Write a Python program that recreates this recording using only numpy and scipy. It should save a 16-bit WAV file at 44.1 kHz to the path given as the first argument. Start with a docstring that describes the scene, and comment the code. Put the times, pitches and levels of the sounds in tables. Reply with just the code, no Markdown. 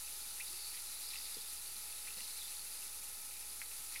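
"""Fizzing bowl, close up

Liquid fizzes in a bowl in a quiet room, close to a single microphone. Countless tiny bubbles burst as
a fine hiss, and coarser foam crackles in waves, with brief pitched sizzles. Larger bubbles pop singly
or in quick runs, and a few plop low. Room noise, mains hum and a faint whine lie underneath."""
import sys
import numpy as np
from scipy import signal
from scipy.fft import rfft, irfft
from scipy.io import wavfile

SR = 44100
rng = np.random.default_rng(int(sys.argv[2]) if len(sys.argv) > 2 else 0)


def log_audio(samples):
    """Write samples as a 16-bit WAV file to the path given in sys.argv[1]."""
    # one column per channel
    frames = np.atleast_2d(samples).T
    # limit to full scale, then quantise
    limited = np.clip(frames, -1, 1)
    pcm = np.round(limited * 32767).astype(np.int16)
    wavfile.write(sys.argv[1], SR, pcm)


N = 176400

# Colour of the fizz at close range (frequency [Hz], relative level [dB])
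FIZZ_COLOUR = [(600, -29.5), (1000, -16.5), (1200, -14), (1380, -10), (1560, -16.5), (1950, -11.5),
               (2250, -12), (2550, -9), (3150, -14), (3700, -8.5), (4600, -6.5), (5150, -9), (6300, -6),
               (6680, -10), (6950, -4), (7250, -10), (7600, -4.5), (8050, -8.5), (8650, -4.5), (9300, -2),
               (9950, 1), (11000, -1.5), (12200, -4), (13000, -9.5), (13900, -14.7), (15200, -11),
               (15700, -16)]
# Its course, before trim and flicker (time [s], level [dB])
FIZZ_LEVEL = [(0, -46.5), (.7, -47), (1.4, -47), (2.3, -46.9), (3.1, -48), (4, -47)]
def fizz(trim_db=0.45, flicker_db=0.6):
    """Tiny bubbles burst so densely that they merge into a bright hiss."""
    hiss = unit(colour(bursts(per_s=24000, scatter_db=4), FIZZ_COLOUR))
    return hiss * undb(curve(FIZZ_LEVEL) + trim_db + flicker_db * walk(39.86))


# Waves of activity in the foam (time [s], relative level [dB])
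FOAM_WAVES = [(0, -58.5), (.3, -54.5), (.41, -57.5), (.49, -51.5), (.7, -53.5), (.85, -55), (.98, -53.5),
              (1.1, -49.5), (1.26, -52.5), (1.38, -52.5), (1.67, -56), (1.76, -56), (2.1, -54), (2.21, -52),
              (2.42, -53), (2.65, -56.5), (3.87, -58.5), (3.97, -55)]
# Filter on the foam's pings (frequency [Hz], relative gain [dB])
FOAM_COLOUR = [(2000, -17.5), (3200, -8.5), (3600, -1.5), (4150, 1.5), (4800, 2), (5300, 1), (6500, -12),
               (9000, -12.5)]
def foam(level_db=-57.5, ring_cycles=41):
    """Coarser bubbles collapse in waves, each a tiny ping: the more of them, the louder the crackle."""
    waves_db = curve(FOAM_WAVES)
    activity = undb(1.5 * (waves_db - waves_db.mean()) + 1.08 * walk(35))
    clicks = bursts(per_s=620 * activity, scatter_db=4) * np.sqrt(activity)
    pitch_hz = rng.uniform(3380, 5340, N)
    t, out = np.arange(SR // 100) / SR, np.zeros(N)
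    for i in np.flatnonzero(clicks):
        cycles = pitch_hz[i] * t
        ping = np.sin(2 * np.pi * cycles) * decay(cycles / ring_cycles)
        add(out, i / SR, clicks[i] * ping)
    return unit(colour(out, FOAM_COLOUR)) * undb(level_db)


def bubble(hz, ring_cycles, snap_db=-18, rise_cycles=1.9, glide=0.034):
    """The film snaps, then the cavity rings, rising a little in pitch and losing 60 dB in ring_cycles."""
    cycles = np.arange(SR // 20) / SR * hz
    age = cycles / ring_cycles
    envelope = (1 - np.exp(-cycles / rise_cycles)) * decay(age)
    bend = 1 + glide * np.minimum(age, 2) / 2
    ring = np.sin(2 * np.pi * cycles * bend) * envelope / envelope.max()
    soft_noise = signal.lfilter([.5], [1, -.5], rng.standard_normal(len(cycles)))
    snap = soft_noise * np.exp(-cycles / 4)
    return ring + undb(snap_db) * snap


# Pops near the microphone (time [s], pitch [Hz], peak before trim [dB], ring [cycles])
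POPS = [(0.077, 2630, -46.5, 18), (0.4, 1990, -41, 28), (0.4067, 2460, -35.5, 24), (0.4114, 2660, -44, 35),
        (0.6473, 4550, -39, 35), (0.7739, 4040, -40, 25), (1.0201, 4100, -45, 35), (1.1352, 2500, -41, 25),
        (1.1395, 3950, -41, 18), (1.157, 2680, -41, 45), (1.1722, 4730, -45, 30), (1.273, 3850, -42.5, 35),
        (1.3034, 4800, -44, 30), (1.344, 4870, -36.5, 35), (1.7659, 4230, -39, 25),
        (1.925, 2680, -47.5, 30), (2.0707, 1980, -47, 22), (2.0772, 2410, -42.5, 24),
        (2.0847, 2580, -44, 30), (2.104, 2670, -43.5, 44), (2.2057, 2790, -41, 22), (2.22, 4100, -40, 32),
        (2.4172, 3680, -40, 35), (2.4787, 4000, -41, 32), (2.594, 4400, -39, 32), (2.825, 2750, -47, 30),
        (3.31, 2510, -48, 28), (3.6167, 2190, -31, 6.5), (3.6215, 2300, -49, 16), (3.714, 2660, -45, 22),
        (3.926, 4230, -44, 28), (3.9544, 2450, -44, 35), (3.9600, 2160, -36.5, 17),
        (3.9633, 2500, -41.5, 45)]
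def pops(trim_db=-1):
    """Larger bubbles burst at the surface, singly or in quick runs."""
    out = np.zeros(N)
    for start, hz, db, ring_cycles in POPS:
        add(out, start, undb(db + trim_db) * bubble(hz, ring_cycles))
    return out


def stray_pops(centre_hz=2487):
    """Faint bubbles burst in between, louder when the foam is busy."""
    times, waves_db = np.array(FOAM_WAVES).T
    out = np.zeros(N)
    for start, pitch, size in random_events(per_s=60, count=600):
        busy_db = np.interp(start, times, waves_db) - waves_db.mean()
        pop = bubble(centre_hz * np.exp(.1 * pitch), ring_cycles=20)
        add(out, start, undb(-56 + 0.62 * busy_db + 2 * size) * pop)
    return out


# Sizzles in the bowl (time [s], length [s], first pitch [Hz], last pitch [Hz], rms at crest [dB])
SIZZLES = [(0.572, 0.18, 4550, 4400, -52.5), (.84, 0.17, 3950, 4200, -58.5),
           (2.358, 0.11, 4260, 3530, -55.5), (2.5, .22, 4200, 4800, -64), (2.69, 0.21, 4750, 5250, -61)]
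def sizzles(width_hz=350):
    """Gas squeezes out in trains of like-sized bubbles, whose pitch drifts as their size changes."""
    t, out = np.arange(N) / SR, np.zeros(N)
    lowpass = signal.butter(2, width_hz / 2, fs=SR, output="sos")
    for start, length, first_hz, last_hz, db in SIZZLES:
        pitch_hz = np.interp(t, [start, start + length], [first_hz, last_hz])
        carrier = np.exp(2j * np.pi * np.cumsum(pitch_hz) / SR)
        clicks = bursts(per_s=900, scatter_db=3.2)
        # shift down, filter, shift back: a narrow band that follows the pitch
        ring = (signal.sosfilt(lowpass, clicks / carrier) * carrier).imag
        out += undb(db) * swell(start, length) * unit(ring)
    return out


# Collapsing clusters (time [s], length [s], rms at crest [dB])
CLUSTERS = [(0.723, 0.07, -57), (1.107, 0.095, -60), (2.155, 0.068, -60), (3.946, 0.04, -55)]
# Their colour (frequency [Hz], relative level [dB])
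CLUSTER_COLOUR = [(600, -30), (1200, -3), (1550, -16), (1950, 11), (2550, 3.5), (3150, 2), (6000, -16),
                  (12000, -38)]
def clusters():
    """Several mid-sized bubbles give way in one soft crackle."""
    crackle = unit(colour(bursts(per_s=900, scatter_db=2.2), CLUSTER_COLOUR))
    return crackle * sum(undb(db) * swell(start, length) for start, length, db in CLUSTERS)


# Low plops in the bowl (time [s], pitch [Hz], peak [dB], ring [cycles])
PLOPS = [(.502, 340, -61, 19), (.533, 365, -60, 14), (1.3655, 253, -60.5, 9.9), (1.3675, 428, -49.5, 15.4),
         (1.688, 142, -65.5, 5.5), (2.169, 185, -63, 6.9), (2.178, 473, -56, 8), (2.208, 210, -66, 10)]
def plops():
    """Big bubbles ring low, with little snap."""
    out = np.zeros(N)
    for start, hz, db, ring_cycles in PLOPS:
        add(out, start, undb(db) * bubble(hz, ring_cycles, snap_db=-28))
    return out


def blubs(centre_hz=164.5):
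    """Gas pockets shift down in the liquid with soft, low bumps."""
    out = np.zeros(N)
    for start, pitch, size in random_events(per_s=9, count=80):
        blub = bubble(centre_hz * np.exp(.2 * pitch), ring_cycles=6.4, snap_db=-42)
        add(out, start, undb(-71 + 2 * size) * blub)
    return out


def room(direct, t60_s=0.083, wash_db=-4):
    """Reflections from the bowl and the room reach the microphone just after the direct sound."""
    t = np.arange(SR // 2) / SR
    tail = rng.standard_normal(len(t)) * decay(t / t60_s) * (t > .002)
    wash = signal.fftconvolve(direct, tail / np.linalg.norm(tail))[:N]
    return direct + undb(wash_db) * wash


# Electrical tones in the room (frequency [Hz], rms before trim [dB])
TONES = [(59.2, -69.5), (398.4, -91.5), (834.4, -71.5), (1028, -85.5), (1287, -74.5), (1351, -83.5)]
def hum_and_whine(trim_db=-1, waver_db=0.6):
    """Mains hum and a thin appliance whine, both wavering slightly."""
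    t, out = np.arange(N) / SR, np.zeros(N)
    for hz, db in TONES:
        amplitude = np.sqrt(2) * undb(db + trim_db - waver_db * walk(7.7))
        out += amplitude * np.sin(2 * np.pi * hz * t + 0.12 * walk(5))
    return out


# Room tone behind the bowl (frequency [Hz], relative level [dB])
ROOM_COLOUR = [(20, -2), (40, -6.5), (85, -10), (115, -16), (165, -25), (205, -10), (300, -11), (400, -9),
               (500, -8.5), (630, -12.5), (900, -7), (1150, -19), (1400, -15), (1600, -25), (3000, -39)]
def room_tone(level_db=-68.5):
    """The low, steady noise of a quiet room."""
    return undb(level_db) * unit(colour(rng.standard_normal(N), ROOM_COLOUR))


def bursts(per_s, scatter_db):
    """Clicks of bursting films at random moments and of random sizes."""
    hits = rng.random(N) < per_s / SR
    sizes = undb(scatter_db * rng.standard_normal(N))
    return hits * sizes * np.sign(rng.standard_normal(N))


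def random_events(per_s, count):
    """Random start times, each with a normal draw for pitch and one for size."""
    pitch, size = rng.standard_normal((count, 2)).T
    return zip(np.cumsum(rng.exponential(1 / per_s, count)), pitch, size)


def colour(x, points, size=8192):
    """Minimum-phase filter through (Hz, dB) points."""
    hz, db = np.array(points).T
    bins_hz = np.maximum(np.arange(size // 2 + 1) * SR / size, 1)
    gain = undb(np.interp(np.log(bins_hz), np.log(hz), db))
    cepstrum = irfft(np.log(gain))
    cepstrum[1:size // 2] *= 2
    cepstrum[size // 2 + 1:] = 0
    return signal.fftconvolve(x, irfft(np.exp(rfft(cepstrum))))[:N]


def walk(rate):
    """Smooth chance with a spread near 1, changing rate times a second."""
    steps = rng.standard_normal(2048)
    return 1.2 * np.interp(np.arange(N) / SR * rate, np.arange(len(steps)), steps)


def swell(start, length):
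    """A soft rise and fall."""
    progress = np.clip((np.arange(N) / SR - start) / length, 0, 1)
    return np.sqrt(np.maximum(np.sin(np.pi * progress), 0))


def decay(age):
    """Exponential fade, 60 dB down at age 1."""
    return np.exp(-np.log(1000) * age)


def curve(rows):
    """Join (time, value) rows by straight lines."""
    return np.interp(np.arange(N) / SR, *np.array(rows).T)


def add(out, start_s, sound):
    """Mix a sound in at a given time."""
    i = int(np.clip(start_s * SR, 0, N - 1))
    out[i:i + len(sound)] += sound[:N - i]


def undb(db):
    """Decibels to gain."""
    return 10 ** (np.asarray(db) / 20)


def unit(x):
    """Scale to rms 1."""
    return x / np.sqrt(np.mean(x ** 2))


def scene():
    """The bowl up close and the room behind it, the same in both channels."""
    mono = hum_and_whine() + room_tone()
    mono += fizz() + foam() + sizzles() + clusters() + blubs()
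    mono += room(plops() + pops() + stray_pops())
    return np.array([mono, mono])


def record(dry):
    """The recorder cuts the top and sits slightly off zero."""
    top_hz, dc_offset = 15750, .0015
    lowpass = signal.ellip(10, .1, 70, top_hz, fs=SR, output="sos")
    return signal.sosfilt(lowpass, dry) + dc_offset


dry = scene()
out = record(dry)
log_audio(out)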